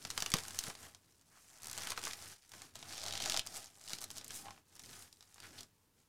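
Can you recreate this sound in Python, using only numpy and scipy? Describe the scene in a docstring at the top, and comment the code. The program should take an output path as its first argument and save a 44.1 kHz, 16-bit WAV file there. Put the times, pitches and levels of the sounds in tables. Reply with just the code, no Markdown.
"""In a quiet room, close to a desk microphone, a stiff leather wallet is flexed and folded by hand.
Its faces stick and slip: short bursts of noise make sharp snaps, runs of creaks and a dense crackle.
Skin rustles and drags over the leather as wavering or grainy noise. The hollow pockets ring briefly,
and a squeezed one groans. The handling shakes a low resonance of desk and stand, over a soft steady
background noise."""
import sys
import numpy as np
from scipy import signal
from scipy.fft import rfft, irfft, next_fast_len
from scipy.io import wavfile
from scipy.ndimage import map_coordinates

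SR = 44100
rng = np.random.default_rng(int(sys.argv[2]) if len(sys.argv) > 2 else 0)


def unload_audio(sound):
    """Save the sound as a 16-bit wav file, at the path given as the first command line argument."""
    columns = np.transpose(np.atleast_2d(sound))
    # keep every value between -1 and 1, then stretch to whole-number steps
    steps = np.round(np.clip(columns, -1, 1) * 32767)
    wavfile.write(sys.argv[1], SR, steps.astype(np.int16))


def makeup_ratio(level_db):
    """Linear amplitude ratio for a level in decibels (20 dB per factor of ten)."""
    decades = np.asarray(level_db, float) / 20
    return 10 ** decades


N = 268128  # length of the scene in samples

# All levels in the tables are relative: the functions may add a fixed number of dB to a whole column.
# Steady noise of room and preamplifier, its colour: pitch_hz, level_db (per Hz)
BACKGROUND_COLOUR = [(18, -51.5), (30, -10.5), (97, -6.5), (379, -17), (492, -16.5), (691, -37.5),
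                     (874, -16), (1360, -24.5), (9000, -28), (15500, -27)]
# How long the room's answer takes to fall by 60 dB: pitch_hz, fall_s
ROOM_FALL = [(300, 0.17), (3000, 0.16), (12000, 0.036)]
# Resonances of desk and microphone stand: pitch_hz, width_hz, level_db
STAND_MODES = [(90.9, 12.3, 2), (158, 95, -6), (284, 236, -8.5)]
# Slips that also jolt the whole wallet: start_s, level_db
WALLET_JOLTS = [(0.054, -50.5), (0.176, -52), (0.222, -48.5), (.341, -29.5), (0.68, -45), (1.978, -64),
                (3.935, -55.5)]
# Handling rumble, above or below what the effort gives: time_s, level_db
RUMBLE_CHANGES = [(0, 4.5), (.35, 6), (.6, 1.5), (.86, 4.5), (1.3, -1.5), (1.58, -5), (1.68, 3),
                  (2.3, -0.5), (2.42, -26), (2.56, 4), (2.9, -0.5), (3.4, 1.5), (3.82, -5), (3.95, -0.5),
                  (4.49, 6), (4.7, -0.5), (4.93, 5), (5.3, -5), (5.5, 6), (6.08, -1)]
# How hard the hands work the leather, as loudness of the rustle: time_s, level_db
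HAND_EFFORT = [(0, -60), (.16, -58.5), (.3, -59), (.39, -50.5), (.42, -60), (.57, -57), (.68, -50.5),
               (.74, -63.5), (.87, -62), (.91, -69.5), (1.01, -80), (1.27, -74.5), (1.59, -69.5),
               (1.65, -60.5), (1.72, -60), (1.79, -53.5), (1.92, -50), (1.95, -65), (1.99, -49.5),
               (2.01, -60), (2.06, -48), (2.17, -59.5), (2.33, -55), (2.37, -71.5), (2.48, -72),
               (2.55, -58), (2.66, -64.5), (2.73, -74.5), (2.76, -57), (2.8, -60.5), (2.93, -51),
               (3.0, -53), (3.28, -44), (3.39, -48), (3.43, -60), (3.52, -59), (3.57, -53), (3.71, -68),
               (3.84, -67.5), (3.92, -51), (4.08, -62), (4.18, -58), (4.22, -62.5), (4.28, -61.5),
               (4.32, -55), (4.4, -62), (4.5, -64.5), (4.6, -76.5), (4.63, -86.5), (4.7, -75.5),
               (4.77, -66.5), (4.84, -61), (4.93, -60.5), (5.04, -64), (5.1, -78), (5.25, -73.5),
               (5.32, -72), (5.39, -70), (5.44, -61), (5.52, -66.5), (5.61, -62.5), (5.68, -81.5),
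               (5.9, -90), (6.0, -77.5), (6.08, -84.5)]
# The fold of the wallet: time_s, pocket_db (ring compared with rustle), shut (0 open to 1 pressed shut)
FOLDING = [(0, -7, 0.04), (.34, 4.5, 0.19), (.69, -0.5, 0.16), (.86, 5, 0.2), (1.27, -1, 0.65),
           (1.68, 9, 0.24), (1.95, 0.5, 0.02), (2.3, -1, 0.27), (2.75, 0, 0.13), (3.0, 2, .8),
           (3.35, 3.5, 0.68), (3.5, 0.5, 0.7), (3.8, 3.5, 0.66), (4.0, -2.5, .3), (4.3, -1.5, 0.3),
           (4.49, 6.5, 0.47), (4.8, -0.5, 0.13), (5.3, 0.5, 0.33), (5.44, 1.5, 0), (6.08, 3, 0.96)]
# Pockets of the open wallet: pitch_hz, width_hz, level_db
OPEN_POCKETS = [(418, 142, 0), (1048, 640, 6.5), (1737, 1660, 1)]
# Pockets pressed shut: pitch_hz, width_hz, level_db
SHUT_POCKETS = [(613, 112, 1), (805, 44.5, 1.5), (1334, 100, -13)]
# Fingers dragging over the leather, each in one band: start_s, length_s, pitch_hz, level_db
FINGER_STROKES = [(0.34, 0.028, 490, -43.5), (0.669, 0.035, 447, -53), (1.27, 0.17, 1320, -70.5),
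                  (1.3, 0.26, 6860, -68.5), (1.999, 0.086, 302, -59.5), (4.293, 0.14, 3150, -61),
                  (5.428, 0.04, 1590, -54.5), (5.575, 0.027, 4170, -49.5), (0.443, 0.018, 1790, -53.5)]
# Slow slips deep in a squeezed pocket, a low groan: start_s, level_db
SLOW_SLIPS = [(4.438, -56), (4.448, -51), (4.457, -47), (4.467, -44.5), (4.484, -42.5), (4.507, -45.5),
              (4.52, -57)]
# Resonances of the squeezed pocket: pitch_hz, width_hz, level_db
SQUEEZED_POCKET = [(787, 43, 2), (1080, 51, -7.5)]
# Colour of the leather surface: pitch_hz, level_db (per Hz)
LEATHER_COLOUR = [(710, -40), (1200, 2), (1240, 1.5), (1950, -14.5), (5300, -2.5), (9410, -5.5),
                  (16000, -17.5)]
# Treble above about 7 kHz, compared with what the effort gives: time_s, level_db
TREBLE_CHANGES = [(0, -0.5), (.6, 5), (1.2, 0), (1.7, 0), (2.2, 2.5), (2.75, -1), (3.4, -7), (3.57, 1),
                  (3.9, 1), (4.28, -5), (4.36, 16.5), (4.5, -3.5), (5.0, 3.5), (6.08, -2.5)]
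# Creaks, each a run of slips: start_s, length_s, mean_gap_s, level_db (over the rustle), pitch_hz
CREAK_RUNS = [(1.475, 0.11, 0.008, 23, 7300), (1.62, 0.11, 0.014, 31.5, 7200),
              (1.736, .035, 0.0082, 22, 6900), (1.806, 0.04, 0.014, 27.5, 5000),
              (1.879, 0.043, 0.011, 18, 4630), (2.878, 0.029, 0.0079, 15, 5200),
              (2.946, .09, .0094, 18, 5030), (3.054, 0.042, .022, 22, 4640), (3.2, 0.09, .0115, 14, 5270),
              (3.301, 0.09, 0.0087, 17.5, 5600), (3.542, 0.039, 0.0069, 26, 7200),
              (3.65, 0.034, 0.0099, 23, 6100), (3.859, 0.051, 0.0098, 25.5, 5500),
              (4.007, 0.041, 0.0087, 30.5, 7300), (4.153, 0.029, 0.0053, 24, 6250),
              (4.34, 0.024, 0.013, 27.5, 8540), (4.754, 0.019, 0.01, 32.5, 6840),
              (0.382, .022, .007, 17.5, 5030), (0.435, 0.025, 0.0086, 21.5, 6000),
              (3.734, 0.14, 0.012, 19, 7500), (5.139, .04, 0.011, 22, 6500), (5.977, .04, 0.014, 19, 7000)]
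# Slips placed one by one, faint to loud, among them the long creak near 3.0-3.4 s:
# start_s, level_db, pitch_hz, pocket_db (knock compared with the snap)
PLACED_SLIPS = [(0.026, -38.5, 6500, -28), (0.0507, -25.5, 3900, -11), (0.071, -36.5, 5030, -14),
                (.103, -22, 4380, -20), (.11, -28, 5270, -20.5), (0.1775, -18, 4300, -12.5),
                (.204, -22.5, 5210, -28), (0.2231, -17, 5030, -15.5), (0.2618, -20, 4230, -15),
                (.303, -27, 7800, -14.5), (0.3178, -21, 4130, -30), (.339, -10.5, 5000, -11.5),
                (.3678, -25, 5440, -24.5), (0.3855, -26, 5480, -22), (.436, -32, 6400, -19),
                (.4824, -27.5, 6300, -15), (.507, -32, 5300, -14.5), (0.546, -32.5, 5820, -10),
                (0.5894, -14.5, 7000, -29), (.6077, -40, 4560, -13), (0.6382, -25, 6060, -19),
                (.7, -31.5, 4480, -2.5), (0.752, -35.5, 4360, -13), (0.829, -42, 6590, -20),
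                (0.9478, -37.5, 4700, -16), (1.123, -56, 5000, -13), (1.2123, -50, 7000, -14),
                (1.7304, -27, 7000, -24), (1.7772, -24.5, 5940, -16), (1.7833, -28, 5630, -12),
                (1.8718, -24.5, 5250, -10), (1.9043, -21.5, 6360, -17), (1.9188, -25, 4480, -7.5),
                (1.966, -38.5, 5850, -19), (1.9765, -26.5, 3760, -3.5), (2.016, -36, 5810, -25),
                (2.03, -31, 5640, -9.5), (2.0387, -25, 4660, -22), (2.0522, -22.5, 5830, -20),
                (2.0705, -30.5, 3680, -2), (2.0783, -28, 5480, -38), (2.11, -29, 3230, -27),
                (2.1335, -26, 4130, -22), (2.224, -35, 6200, -12), (2.493, -43, 7490, -20),
                (2.5183, -37, 5870, -15), (2.5374, -39.5, 4300, -5), (2.619, -32.5, 5600, -10.5),
                (2.7551, -32, 4900, -9.5), (2.7898, -40, 5540, -13), (2.8271, -33, 3540, -9.5),
                (2.9255, -32, 4850, -15), (3.034, -30, 4320, -6.5), (3.0387, -27.5, 5540, -20),
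                (3.0634, -25.5, 5070, -11.5), (3.083, -24.5, 4300, -16), (3.1084, -28.5, 4140, -14),
                (3.1252, -25, 4500, -27), (3.1366, -27, 4200, -8), (3.1536, -26.5, 4140, -21.5),
                (3.1762, -24, 4220, -35), (3.203, -25, 4070, -6), (3.223, -23.5, 4200, -38),
                (3.239, -24.5, 4220, -25), (3.259, -21, 4600, -7.5), (3.279, -31, 5110, -3),
                (3.298, -16.5, 4400, -30), (3.321, -19.5, 4350, -20), (3.333, -27.5, 4600, -27),
                (3.3433, -20.5, 4300, -11), (3.3651, -20, 4300, -14), (3.3737, -17, 4770, -13.5),
                (3.3941, -16.5, 4220, -26), (3.4563, -42, 5440, -14), (3.4646, -29.5, 7560, -8.5),
                (3.4714, -26, 5600, -19), (3.6433, -35.5, 6260, -12), (3.813, -39.5, 6210, -16),
                (3.8396, -39, 6500, -20), (3.8776, -32.5, 4200, -36), (3.9334, -21.5, 4640, -20.5),
                (3.9857, -31.5, 4240, -19), (4.1039, -31, 5740, -17), (4.113, -30, 7700, -36),
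                (4.1824, -27.5, 6100, -20), (4.2123, -36.5, 4820, -12), (4.245, -30.5, 7650, -27),
                (4.2642, -41, 5420, -26), (4.2802, -31, 8800, -39), (4.3065, -29.5, 4020, -14.5),
                (4.457, -46, 2500, -2), (4.467, -49, 2500, -4), (4.4836, -43.5, 3100, 4.5),
                (4.507, -37, 3650, -14), (4.5772, -52, 2500, 1.5), (4.7946, -33.5, 5670, -18),
                (4.86, -38, 6400, -22), (5.0238, -38, 6400, -17), (5.1275, -39.5, 5360, -24),
                (5.2078, -41, 5230, -15), (5.226, -42.5, 5030, -15), (5.3435, -40, 7100, -30),
                (5.3592, -50, 6000, -4), (5.3815, -45.5, 3570, -4.5), (5.4021, -36, 5160, -17),
                (5.431, -48, 3300, -8), (5.6074, -32, 5700, -33), (5.632, -37, 5600, -39.5)]

BACKGROUND_DB = -75.6
REFERENCE_EFFORT_DB = -58
RUMBLE_DB, RUMBLE_GROWS = -65.5, 0.61  # level at reference effort; dB gained per dB of effort
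DULLING = 0.2  # treble dB lost per dB of effort
SHIFT_DB, FLUTTER_DB = 3, 1.5  # strength of the slow and fast wavering of the skin rustle
SLOWING = 0.035  # each gap in a creak grows by this share of the mean gap
CREAK_POCKET_DB = -19  # pocket knock compared with the slip, before a fixed lift
GAP_SCATTER, SIZE_SCATTER_DB, PITCH_SCATTER = 0.05, 2.5, 0.07  # gap and pitch scatter are shares
SWELL_DB, SWELL_SLIPS = 5.5, 1.4  # a run starts this much softer; the lack fades over this many slips
BREADTH_PER_DB = 0.02  # weaker slips free a smaller patch, with a narrower band
RELEASE, RELEASE_SHUT = 5, 7  # sharpness of a slip's first instant; more when pressed tight


def unit(x):
    """Scale to an average (rms) level of 1."""
    return x / np.sqrt(np.mean(x ** 2) + 1e-20)


def along(points, hz):
    """Read (pitch, value) points on a logarithmic pitch axis."""
    f, value = np.transpose(points)
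    return np.interp(np.log(hz + 1), np.log(f + 1), value)


def curves(rows):
    """Give one value per sample for each column after the time."""
    s, *columns = np.transpose(rows)
    return [np.interp(np.arange(N) / SR, s, column) for column in columns]


def wobble(rate):
    """A smooth random curve with this many random points a second."""
    points = rng.standard_normal(int(N * rate / SR) + 4)
    return map_coordinates(points, [np.arange(N) * rate / SR])


def filtered(x, response):
    """Colour a sound by a response to each frequency."""
    size = next_fast_len(x.shape[-1] + 8192)
    spectrum = rfft(x, size) * response(np.fft.rfftfreq(size, 1 / SR))
    return irfft(spectrum, size)[..., :x.shape[-1]]


def resonances(modes):
    """Ringing modes side by side, with alternating sign, as a response to frequency."""
    def response(f):
        total = 0
        for k, (hz, width, db) in enumerate(modes):
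            mode = 1j * f * width / (hz * hz - f * f + 1j * f * width)
            total = total + (-1) ** k * makeup_ratio(db) * mode
        return total
    return response


def laid(s, shapes):
    """Add short sounds together at their start times."""
    at = np.round(s * SR).astype(int)[:, None] + np.arange(shapes.shape[1])
    return np.bincount(at.ravel(), shapes.ravel(), N + SR)[:N]


def effort():
    """The rustle level, and how far it stands above the reference effort (dB)."""
    rustle_db, = curves(HAND_EFFORT)
    return rustle_db, rustle_db - REFERENCE_EFFORT_DB


def pockets(x):
    """The hollow ring passes from the open to the narrower shut resonances as the fold is pressed."""
    shut = np.clip(curves(FOLDING)[1], 0, 1)
    open_ring = np.sqrt(1 - shut) * filtered(x, resonances(OPEN_POCKETS))
    shut_ring = np.sqrt(shut) * makeup_ratio(5) * filtered(x, resonances(SHUT_POCKETS))
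    return open_ring + shut_ring


def snaps(s, db, hz, t60, tail_db, tail_t60, breadth, size, release):
    """A slip: one sharp release and a shiver after it, coloured by the patch that let go."""
    t = np.arange(size) / SR
    fading = makeup_ratio(-60 * t / t60) + makeup_ratio(tail_db - 60 * t / tail_t60)
    burst = rng.standard_normal((len(s), size)) * fading
    burst[:, 0] = -release
    f, center = np.fft.rfftfreq(size, 1 / SR), hz[:, None]
    width = breadth * center
    patch = 1j * f * width / (center * center - f * f + 1j * f * width)
    shape = irfft(rfft(burst) * patch ** 2, size)
    shape *= (2.97 * makeup_ratio(db) / np.linalg.norm(shape, axis=1))[:, None]  # set each slip's energy
    return laid(s, shape)


def hush():
    """Steady background noise of room and preamplifier, coloured by its own curve."""
    noise = filtered(rng.standard_normal(N), lambda hz: makeup_ratio(along(BACKGROUND_COLOUR, hz)))
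    return makeup_ratio(BACKGROUND_DB) * unit(noise)


def room(x):
    """The room answers with a noise tail in which each frequency dies at its own speed."""
    hz, t, z = signal.stft(rng.standard_normal(SR // 3), SR, nperseg=256)
    fading = makeup_ratio(-60 * t / along(ROOM_FALL, hz)[:, None])
    tail = signal.istft(z * fading, SR, nperseg=256)[1]
    delayed = np.pad(x, (200, 0))  # samples
    return signal.fftconvolve(delayed, tail / np.linalg.norm(tail))[:N]


def handling():
    """Shifting hands and jolts shake the desk and the microphone stand."""
    rumble_db = RUMBLE_DB + RUMBLE_GROWS * effort()[1] + curves(RUMBLE_CHANGES)[0]
    restless = rng.standard_normal(N) * makeup_ratio(0.33 * wobble(15))
    shake = unit(filtered(restless, resonances(STAND_MODES)))
    s, db = np.transpose(WALLET_JOLTS)
    t = np.arange(1024) / SR
    push = -np.sin(2 * np.pi * 170 * t) * makeup_ratio(-60 * t / 0.028)
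    jolts = laid(s, makeup_ratio(db + 7.5)[:, None] * push)
    jolts = filtered(jolts, lambda hz: 1j * hz / (70 + 1j * hz))  # lose the lowest bass
    return makeup_ratio(rumble_db) * shake + jolts


def strokes():
    """Grainy friction noise swells and fades in one broad resonance of the gripped patch."""
    out = np.zeros(N)
    for s, length, hz, db in FINGER_STROKES:
        n = int(length * SR)
        rub = rng.standard_normal(n) * np.sqrt(rng.exponential(size=n))
        band = resonances([(hz, 0.95 * hz, 0)])
        sung = unit(filtered(rub, lambda f: band(f) ** 2))
        out[int(s * SR):][:n] += makeup_ratio(db) * sung * np.hanning(n) ** 0.73
    return out


def groan():
    """Each slow slip pushes the air of the squeezed pocket, which rings on."""
    s, db = np.transpose(SLOW_SLIPS)
    pushes = laid(s, makeup_ratio(db + 25)[:, None] * np.hanning(16))
    return filtered(pushes, resonances(SQUEEZED_POCKET))


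def crackle(per_second, spread_db, clump_db):
    """Countless tiny slips in clumps, a few much larger than the rest; rms 1."""
    place, size, pitch = rng.random((int(per_second * N / SR), 3)).T
    db = -spread_db * np.log(size + 0.097)
    hz = 2200 * 6.2 ** pitch
    ticks = snaps(place * (N / SR), db, hz, t60=0.022, tail_db=5, tail_t60=0.016,
                  breadth=1.55, size=512, release=8.3)
    return unit(ticks * makeup_ratio(clump_db * wobble(25)))


def flexing():
    """Crackle and skin rustle sound through the surface and, duller, through the pockets."""
    rustle_db, extra_db = effort()
    pocket_db = curves(FOLDING)[0]
    bright_db = 2.5 - DULLING * extra_db + curves(TREBLE_CHANGES)[0]
    waver_db = FLUTTER_DB * wobble(40) + SHIFT_DB * wobble(12)
    skin = unit(rng.standard_normal(N) * makeup_ratio(waver_db))
    drive = 0.75 * crackle(per_second=500, spread_db=4.0, clump_db=0.94) + 0.67 * skin
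    surface = unit(filtered(drive, lambda hz: makeup_ratio(along(LEATHER_COLOUR, hz))))
    # lighter rubbing tilts the sound toward the treble, harder work away from it
    top = filtered(surface, lambda hz: 1 / (1 + (7000 / (hz + 1)) ** 4))
    tilted = surface + (makeup_ratio(bright_db) - 1) * top
    hollow = unit(pockets(drive))
    return makeup_ratio(rustle_db - 0.96) * tilted + makeup_ratio(rustle_db + pocket_db - 5.0) * hollow


def creaks():
    """Each run slips again and again, ever slower, as loud as the hands press; columns as in PLACED_SLIPS."""
    start, length, gap, over_db, hz = np.transpose(CREAK_RUNS)[..., None]
    k = np.arange(20)  # slips in a run, counted from 0
    draw = rng.standard_normal((len(CREAK_RUNS), 4, len(k)))
    slowing = 1 + SLOWING * (k - length / gap / 2)
    gaps = gap * slowing * np.exp(GAP_SCATTER * draw[:, 0])
    s = start + np.cumsum(gaps, axis=1) - gaps
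    s = np.minimum(s, (N - 1) / SR)
    db = effort()[0][(s * SR).astype(int)] + over_db
    db = db - SWELL_DB * np.exp(-k / SWELL_SLIPS) + SIZE_SCATTER_DB * draw[:, 1]
    db = db - 200 * (s > start + length)  # silence slips past the end of the run
    pitch = hz * np.exp(PITCH_SCATTER * draw[:, 2])
    columns = s, db, pitch, CREAK_POCKET_DB + 5 * draw[:, 3]
    return np.reshape(columns, (len(columns), -1))


def slips():
    """Placed slips and creak runs: each slip a bright snap, and a knock that rings the pockets."""
    s, db, hz, pocket_db = np.hstack([np.transpose(PLACED_SLIPS), creaks()])
    # leather pressed tight rings in a narrower band and breaks sharper
    shut = curves(FOLDING)[1][(s * SR).astype(int)]
    breadth = np.clip(1.6 - 0.84 * shut + BREADTH_PER_DB * (db + 30), 0.4, 3)[:, None]
    bright = snaps(s, db + 0.21, hz, t60=0.013, tail_db=-7.5, tail_t60=0.03,
                   breadth=breadth, size=2048, release=RELEASE + RELEASE_SHUT * shut)
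    knock = snaps(s, db + pocket_db + 10.0, np.full(len(s), 1100), t60=0.026, tail_db=-6.5,
                  tail_t60=0.1, breadth=11.8, size=2048, release=9.2)
    # soft leather damps the highest treble of each snap
    soft = filtered(bright, lambda f: 1 / (1 + 1j * f / (0.59 * 12500) - (f / 12500) ** 2))
    return soft + pockets(knock)


def scene():
    """The wallet, its room answer, the handling and the background, as one channel."""
    wallet = slips() + flexing() + groan() + strokes()
    return (wallet + makeup_ratio(-13.5) * room(wallet) + handling() + hush())[None]


def top_cut(x):
    """Nothing passes above the cut-off."""
    return signal.sosfilt(signal.butter(12, 16820, fs=SR, output="sos"), x)


def record(dry):
    """The input stage rolls off the top and sags below zero as the sound grows."""
    heard = filtered(dry, lambda hz: 1 / (1 + (hz / 15900) ** 40))
    level = np.abs(filtered(np.abs(heard), lambda hz: 1 / (1 + 1j * hz / 30)))  # smoothed loudness
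    sag = 1.47 * level ** 1.283
    return top_cut(heard - sag)


dry = scene()
out = record(dry)
unload_audio(out)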